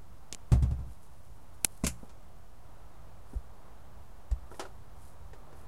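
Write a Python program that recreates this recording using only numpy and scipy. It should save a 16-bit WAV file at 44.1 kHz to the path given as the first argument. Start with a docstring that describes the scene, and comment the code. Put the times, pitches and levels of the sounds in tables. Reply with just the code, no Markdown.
"""Padded hatch lids are handled close by on a boat deck. First a metal fastener snaps, then a lid drops
and bounces, booming over its hollow locker. Fabric is brushed and rustles, a fastener snaps loudly,
and another lid clacks shut with a bright rattle. After that come small cushion knocks, more brushing
and two soft footsteps that flex the deck. A faint outdoor rush goes on from start to end."""
import sys
import numpy as np
from scipy import signal
from scipy.fft import rfft, irfft, next_fast_len
from scipy.io import wavfile
from scipy.ndimage import map_coordinates

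SR = 44100
rng = np.random.default_rng(int(sys.argv[2]) if len(sys.argv) > 2 else 0)


def transcribe(u):
    """Save the signal u as a 16-bit wav file named by the first command-line argument.

    u: samples, shape (n,) or (channels, n), limited to [-1, 1]; the rate is SR.
    q: integer samples, one column per channel.
    """
    v = np.clip(np.atleast_2d(u).T, -1, 1)
    q = np.round(v * 32767).astype(np.int16)
    wavfile.write(sys.argv[1], SR, q)


N = 250091
T = np.arange(SR) / SR  # one second of time after a hit

# Levels in tone and noise tables are relative; a decay is the time taken to fade by 60 dB.
# tones of the lid over its locker: f/Hz, level/dB, decay/s
LID_TONES = [(50, -8.5, 0.39), (67.05, -2, 0.4), (77.3, -14, 0.45), (121, 8, 0.097), (145, -4, 0.097),
             (210, -12, 0.13), (247, -13, 0.1), (316, -30, 0.065)]
# noise of a slapping rim or deck panel: f/Hz, level/dB
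SLAP_NOISE = [(100, 3), (200, 4), (300, 1.5), (450, -6), (680, -4), (950, -11.5), (1200, -13),
              (1700, -20.5), (4000, -22.5), (7500, -21), (11000, -25), (14000, -41), (16000, -51)]
# noise of the loose lid shuddering: f/Hz, level/dB
SHUDDER_NOISE = [(30, 0), (50, 0), (110, 0), (180, 14), (250, -1), (380, -26), (800, -34), (2000, -47.5)]
# fasteners snap: t/s, level/dB, pitch factor, scrape level/dB, scrape decay/s
SNAPS = [(0.3265, -18, 0.71, -41.5, .059), (0.3478, -22, 0.77, -41.5, .01),
         (1.6454, -26.5, 1.1, -32.5, .02), (1.6475, 1, 1.007, -23.5, .014), (1.6508, -17, 0.76, -35, .006)]
# tones of a fastener's metal stud at pitch factor 1: f/Hz, level/dB, decay/s
STUD_TONES = [(6780, -18.5, 0.00159), (8360, -10, 0.001793), (9610, -1.5, 0.0024), (11510, -11.5, .0024)]
# tones of the stud's socket: f/Hz, level/dB, decay/s
SOCKET_TONES = [(678.5, -21.5, 0.0079), (1649, -22, 0.0046), (2430, -16.5, 0.0062), (2950, -27, 0.0045)]
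# noise of the stud scraping in its socket: f/Hz, level/dB
SCRAPE_NOISE = [(100, -0.5), (700, 6), (1200, -3.5), (1850, -9), (2400, 3), (3600, 1.5), (5000, -2.5),
                (9000, -4.5), (12000, -6.5), (14000, -17.5), (16000, -31.5)]
# a lid clacks shut: t/s, knock level/dB, rattle level/dB, rattle's upper edge f/Hz
CLACKS = [(1.8377, -24.5, -39, 10700), (1.8445, -57, -30, 7840), (1.8655, -35, -25, 15000)]
# tones of that lid's frame: f/Hz, level/dB, decay/s
FRAME_TONES = [(64.3, -2, 0.25), (115.7, -12, 0.42), (184, -1, 0.086), (219, 6.5, 0.039),
               (170.3, -12.5, 0.34), (235, -23, 0.19), (419, -7, 0.065), (576, -11.5, 0.09),
               (640, -4.5, .05), (1030, -4.5, 0.033), (2010, -16, 0.061), (2380, -31, .12),
               (2660, -33, 0.08)]
# noise of its rattling fittings: f/Hz, level/dB
RATTLE_NOISE = [(200, 2), (500, -8.5), (800, -11), (1100, -13.5), (1450, -7.5), (1800, -12), (2100, -7),
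                (2800, -7), (3400, -14), (4800, -10.5), (7200, -3), (8700, -7), (10300, -5), (12400, -13),
                (14000, -23), (16000, -26)]
# feet land on the deck: t/s, thud level/dB, slap level/dB
STEPS = [(3.354, -24, -57), (4.3129, -19, -40)]
# tones of the locker after a step: f/Hz, level/dB, decay/s
LOCKER_TONES = [(65.2, -19.5, 0.64), (133.3, -24.5, 0.21)]
# cushions knock against their frames: t/s, level/dB, treble level/dB, hollow note f/Hz
KNOCKS = [(2.031, -48, -22, 232), (2.094, -61, 10, 199), (3.334, -47, -21, 263), (4.5152, -46, -9, 1326),
          (4.543, -53, -1, 1860), (4.5952, -37.5, 7, 810), (4.653, -47, -3, 1390), (5.333, -51, -1, 1800),
          (5.528, -53.5, -4, 442)]
# noise of a cushion's puff: f/Hz, level/dB
PUFF_NOISE = [(60, -17), (250, -13), (390, 7), (560, 0.5), (780, -2), (1150, -7.5), (1400, -5.5),
              (1900, -15.5), (4000, -16.5), (7000, -19), (11000, -26.5), (16000, -51)]
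# tones of the board under a cushion: f/Hz, level/dB, decay/s
SEAT_TONES = [(387.5, -5.5, 0.16), (812, -9.5, 0.17), (957, 0, 0.045), (1414, -15, 0.1)]
# the fabric is brushed: middle t/s, level/dB, half length/s
BRUSHES = [(0.922, -67.5, .028), (1.042, -68, 0.019), (1.724, -66.5, 0.099), (2.03, -71.5, 0.042),
           (3.331, -69, 0.043), (4.583, -64.5, 0.06), (5.054, -64, 0.048), (5.599, -67.5, 0.037)]
# noise of woven fabric: f/Hz, level/dB
CLOTH_NOISE = [(1500, -15), (4000, -10), (7000, -6.5), (10000, -2.5), (12000, -5.5), (14000, -17.5),
               (16000, -23)]
# low outdoor rumble: f/Hz, level/dB
RUMBLE_NOISE = [(12, -9), (25, 3.5), (50, 5.5), (85, 2.5), (130, -4.5), (200, -11.5), (300, -30.5),
                (600, -45)]
# distant rush: f/Hz, level/dB
RUSH_NOISE = [(120, 0), (300, -1.5), (450, -2), (700, 0.5), (1200, -3.5), (1600, -11.5), (2200, -18.5),
              (4000, -25.5), (9000, -46.5)]
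# how the rush rises and falls: t/s, relative level/dB
RUSH_LEVELS = [(0.0, -64.5), (0.57, -63), (1.07, -65), (2.08, -63), (2.43, -64.5), (2.81, -61), (3.32, -63),
               (3.54, -61.5), (4.22, -62), (5.32, -62), (5.67, -58.5)]
# even background hiss: f/Hz, level/dB
HISS_NOISE = [(500, 6.5), (2500, 0.5), (5000, -1), (9000, -1.5), (13000, -4.5), (16000, -7.5)]


def dropped_lid(landings=5):
    """Each landing booms in the locker, shakes the lid and slaps the rim; bounces get softer and duller."""
    out, s = np.zeros(N), .5185
    rock_s, flight_s, flight_shrink = .0755, .0295, .36  # hops shrink until the lid rocks on its padding
    boom_db, slap_db, loss_db, dulling_db = -11, -30.5, 7.5, 2  # the last two are lost with each bounce
    for k in range(landings):
        boom = -ring(LID_TONES) * rise(0.01)
        shudder = amp(-26) * noise(SHUDDER_NOISE, SR) * fade(0.51)
        low, high = split(noise(SLAP_NOISE, SR), hz=2000)
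        contact = 1 + amp(-15) * fade(0.026)  # the first milliseconds are the hardest
        slap = (low * fade(0.21) + amp(-dulling_db * k) * high * fade(.13)) * contact
        add(out, s, amp(boom_db - loss_db * k) * (boom + shudder))
        add(out, s + .001, amp(slap_db - loss_db * k) * slap)  # the rim meets just after the padding
        s += rock_s + flight_s * flight_shrink ** k
    return out


def fasteners():
    """A stud rings, clacks and scrapes in its socket, taps the padding and settles with faint ticks."""
    out = np.zeros(N)
    tap_hz, tick_gap_s = 160, .0068
    for s, db, pitch, scrape_db, scrape_decay_s in SNAPS:
        clack = amp(1.3 * db) * ring(SOCKET_TONES)  # grows faster than the stud's ring in a hard snap
        scrape = amp(scrape_db) * noise(SCRAPE_NOISE, SR) * fade(scrape_decay_s)
        tap = ring([(tap_hz, -23.5 + 0.443 * db, 0.01)])
        add(out, s, amp(db) * stud(pitch) + clack + scrape + tap)
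        for delay in np.cumsum(tick_gap_s * (.5 + rng.random(size=4))):
            add(out, s + delay, amp(db - 36.5) * stud(pitch=1.08))
    return out


def stud(pitch):
    """A small metal stud rings for a few milliseconds."""
    click, _ = split(ring(STUD_TONES, pitch), hz=12500 * pitch)  # a slower hit is duller
    return split(click, hz=3200 * pitch)[1]  # a small part gives off little bass


def shut_lid():
    """The lid's frame knocks, and its fittings chatter in a bright, dense rattle."""
    out = np.zeros(N)
    dying = fade(0.079) + amp(-18.5) * fade(0.218)  # a quick drop, then a quiet tail
    for s, knock_db, rattle_db, edge_hz in CLACKS:
        chatter, _ = split(noise(RATTLE_NOISE, SR), edge_hz)
        rattle = chatter * dying * rise(0.00037)
        knock = -ring(FRAME_TONES) * rise(0.0015)
        add(out, s, amp(rattle_db) * rattle + amp(knock_db) * knock)
    return out


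def footsteps():
    """The deck flexes about twice under a foot; its panel slaps lightly and the locker hums faintly."""
    out = np.zeros(N)
    flex_hz, peak_s, width_s = 53, .014, .012
    flex = -np.sin(2 * np.pi * flex_hz * T) * np.exp(-((T - peak_s) / width_s) ** 2)
    for s, thud_db, slap_db in STEPS:
        thud = flex + ring(LOCKER_TONES)
        slap = noise(SLAP_NOISE, SR) * fade(0.066)
        add(out, s, amp(thud_db) * thud + amp(slap_db) * slap)
    return out


def cushions():
    """A padded knock puffs, rings the seat board and sounds one short hollow note."""
    out = np.zeros(N)
    for s, db, treble_db, note_hz in KNOCKS:
        low, high = split(noise(PUFF_NOISE, SR), hz=1630)
        puff = low * fade(0.094 * 2 ** ((db + 50) / 10))  # a knock 10 dB stronger puffs twice as long
        note_db = 11.5 - 3.5 * np.log2(note_hz / 250)  # higher notes are quieter
        note = ring([(note_hz, note_db, 0.037)])
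        edge_hz = 3600 * 2 ** (treble_db / 9)  # a softer hit is duller
        body, _ = split(puff + note + ring(SEAT_TONES), edge_hz)
        crack = amp(treble_db) * high * fade(0.13)
        add(out, s, amp(db) * (body + crack) * rise(0.0001))
    return out


def fabric():
    """Woven fabric hisses with each brush stroke and rustles at random as a cushion is lifted."""
    strokes = sum(amp(db) * swell(s, half_s) for s, db, half_s in BRUSHES) * noise(CLOTH_NOISE, N)
    rustle = amp(-76 + 4 * wobble(33)) * swell(middle_s=1.3, half_s=0.43) * noise(CLOTH_NOISE, N)
    catching = unit(amp(1.48 * wobble(90) + 3.2 * wobble(640)))  # the threads catch unevenly
    return (strokes + rustle) * catching


def outdoors():
    """A low rumble, a distant rush that wavers and slowly grows, and an even hiss."""
    times, levels = np.transpose(RUSH_LEVELS)
    rush_db = np.interp(np.arange(N) / SR, times, levels) + 2.5
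    rumble = amp(-54 + 1.3 * wobble(8)) * noise(RUMBLE_NOISE, N)
    rush = amp(rush_db + .6 * wobble(8.5)) * noise(RUSH_NOISE, N)
    hiss = amp(-69.5) * noise(HISS_NOISE, N)
    return rumble + rush + hiss


def amp(db):
    """Turn decibels into a number to multiply by."""
    return 10 ** (np.asarray(db) / 20)


def unit(x):
    """Scale to an average strength (rms) of 1."""
    return x / np.sqrt(np.mean(x ** 2) + 1e-20)


def rise(rise_s):
    """Climb from 0 towards 1, about two thirds of the way after rise_s."""
    return 1 - np.exp(-T / rise_s)


def fade(decay_s):
    """Die away, 60 dB down after decay_s."""
    return np.exp(-np.log(1000) * T / decay_s)


def swell(middle_s, half_s):
    """Grow and sink again in a bell shape."""
    return np.exp(-((np.arange(N) / SR - middle_s) / half_s) ** 2 / 2)


def wobble(rate):
    """A smooth curve through `rate` random values a second."""
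    return map_coordinates(rng.standard_normal(int(N * rate / SR) + 4), [np.arange(N) * rate / SR])


def filtered(x, gain_at):
    """Turn each frequency in x up or down by gain_at(hz)."""
    size = next_fast_len(len(x) + SR // 4)
    return irfft(rfft(x, size) * gain_at(np.fft.rfftfreq(size, 1 / SR)), size)[:len(x)]


def noise(shape, size):
    """Noise of strength 1, shaped by rows of f/Hz, level/dB."""
    f, db = np.transpose(shape)
    gain_at = lambda hz: amp(np.interp(np.log(hz + 1), np.log(f), db))
    return unit(filtered(rng.standard_normal(size), gain_at))


def split(x, hz):
    """The parts of x below and above a frequency."""
    low = signal.sosfilt(signal.butter(2, hz, fs=SR, output="sos"), x)
    high = signal.sosfilt(signal.butter(2, hz, "high", fs=SR, output="sos"), x)
    return low, -high


def ring(tones, pitch=1):
    """The fading tones of a struck object, at slightly new strengths each time."""
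    return sum(amp(db + .5 * rng.standard_normal()) * fade(decay_s) * np.sin(2 * np.pi * hz * pitch * T)
               for hz, db, decay_s in tones)


def add(track, s, sound):
    """Mix a sound into the track, starting at s seconds."""
    part = track[round(s * SR):][:len(sound)]
    part += sound[:len(part)]


def scene():
    """Everything on deck, heard in the open air on one channel."""
    return (dropped_lid() + fasteners() + shut_lid() + footsteps() + cushions() + fabric() + outdoors())[None]


def record(dry):
    """Round off the sharpest peaks, cut the highest treble and add a small constant offset."""
    ceiling, top_hz, offset = .88, 15900, .0075
    rounded = dry[0] / (1 + (dry[0] / ceiling) ** 6) ** (1 / 6)
    return filtered(rounded, lambda hz: hz < top_hz)[None] + offset


dry = scene()
out = record(dry)
transcribe(out)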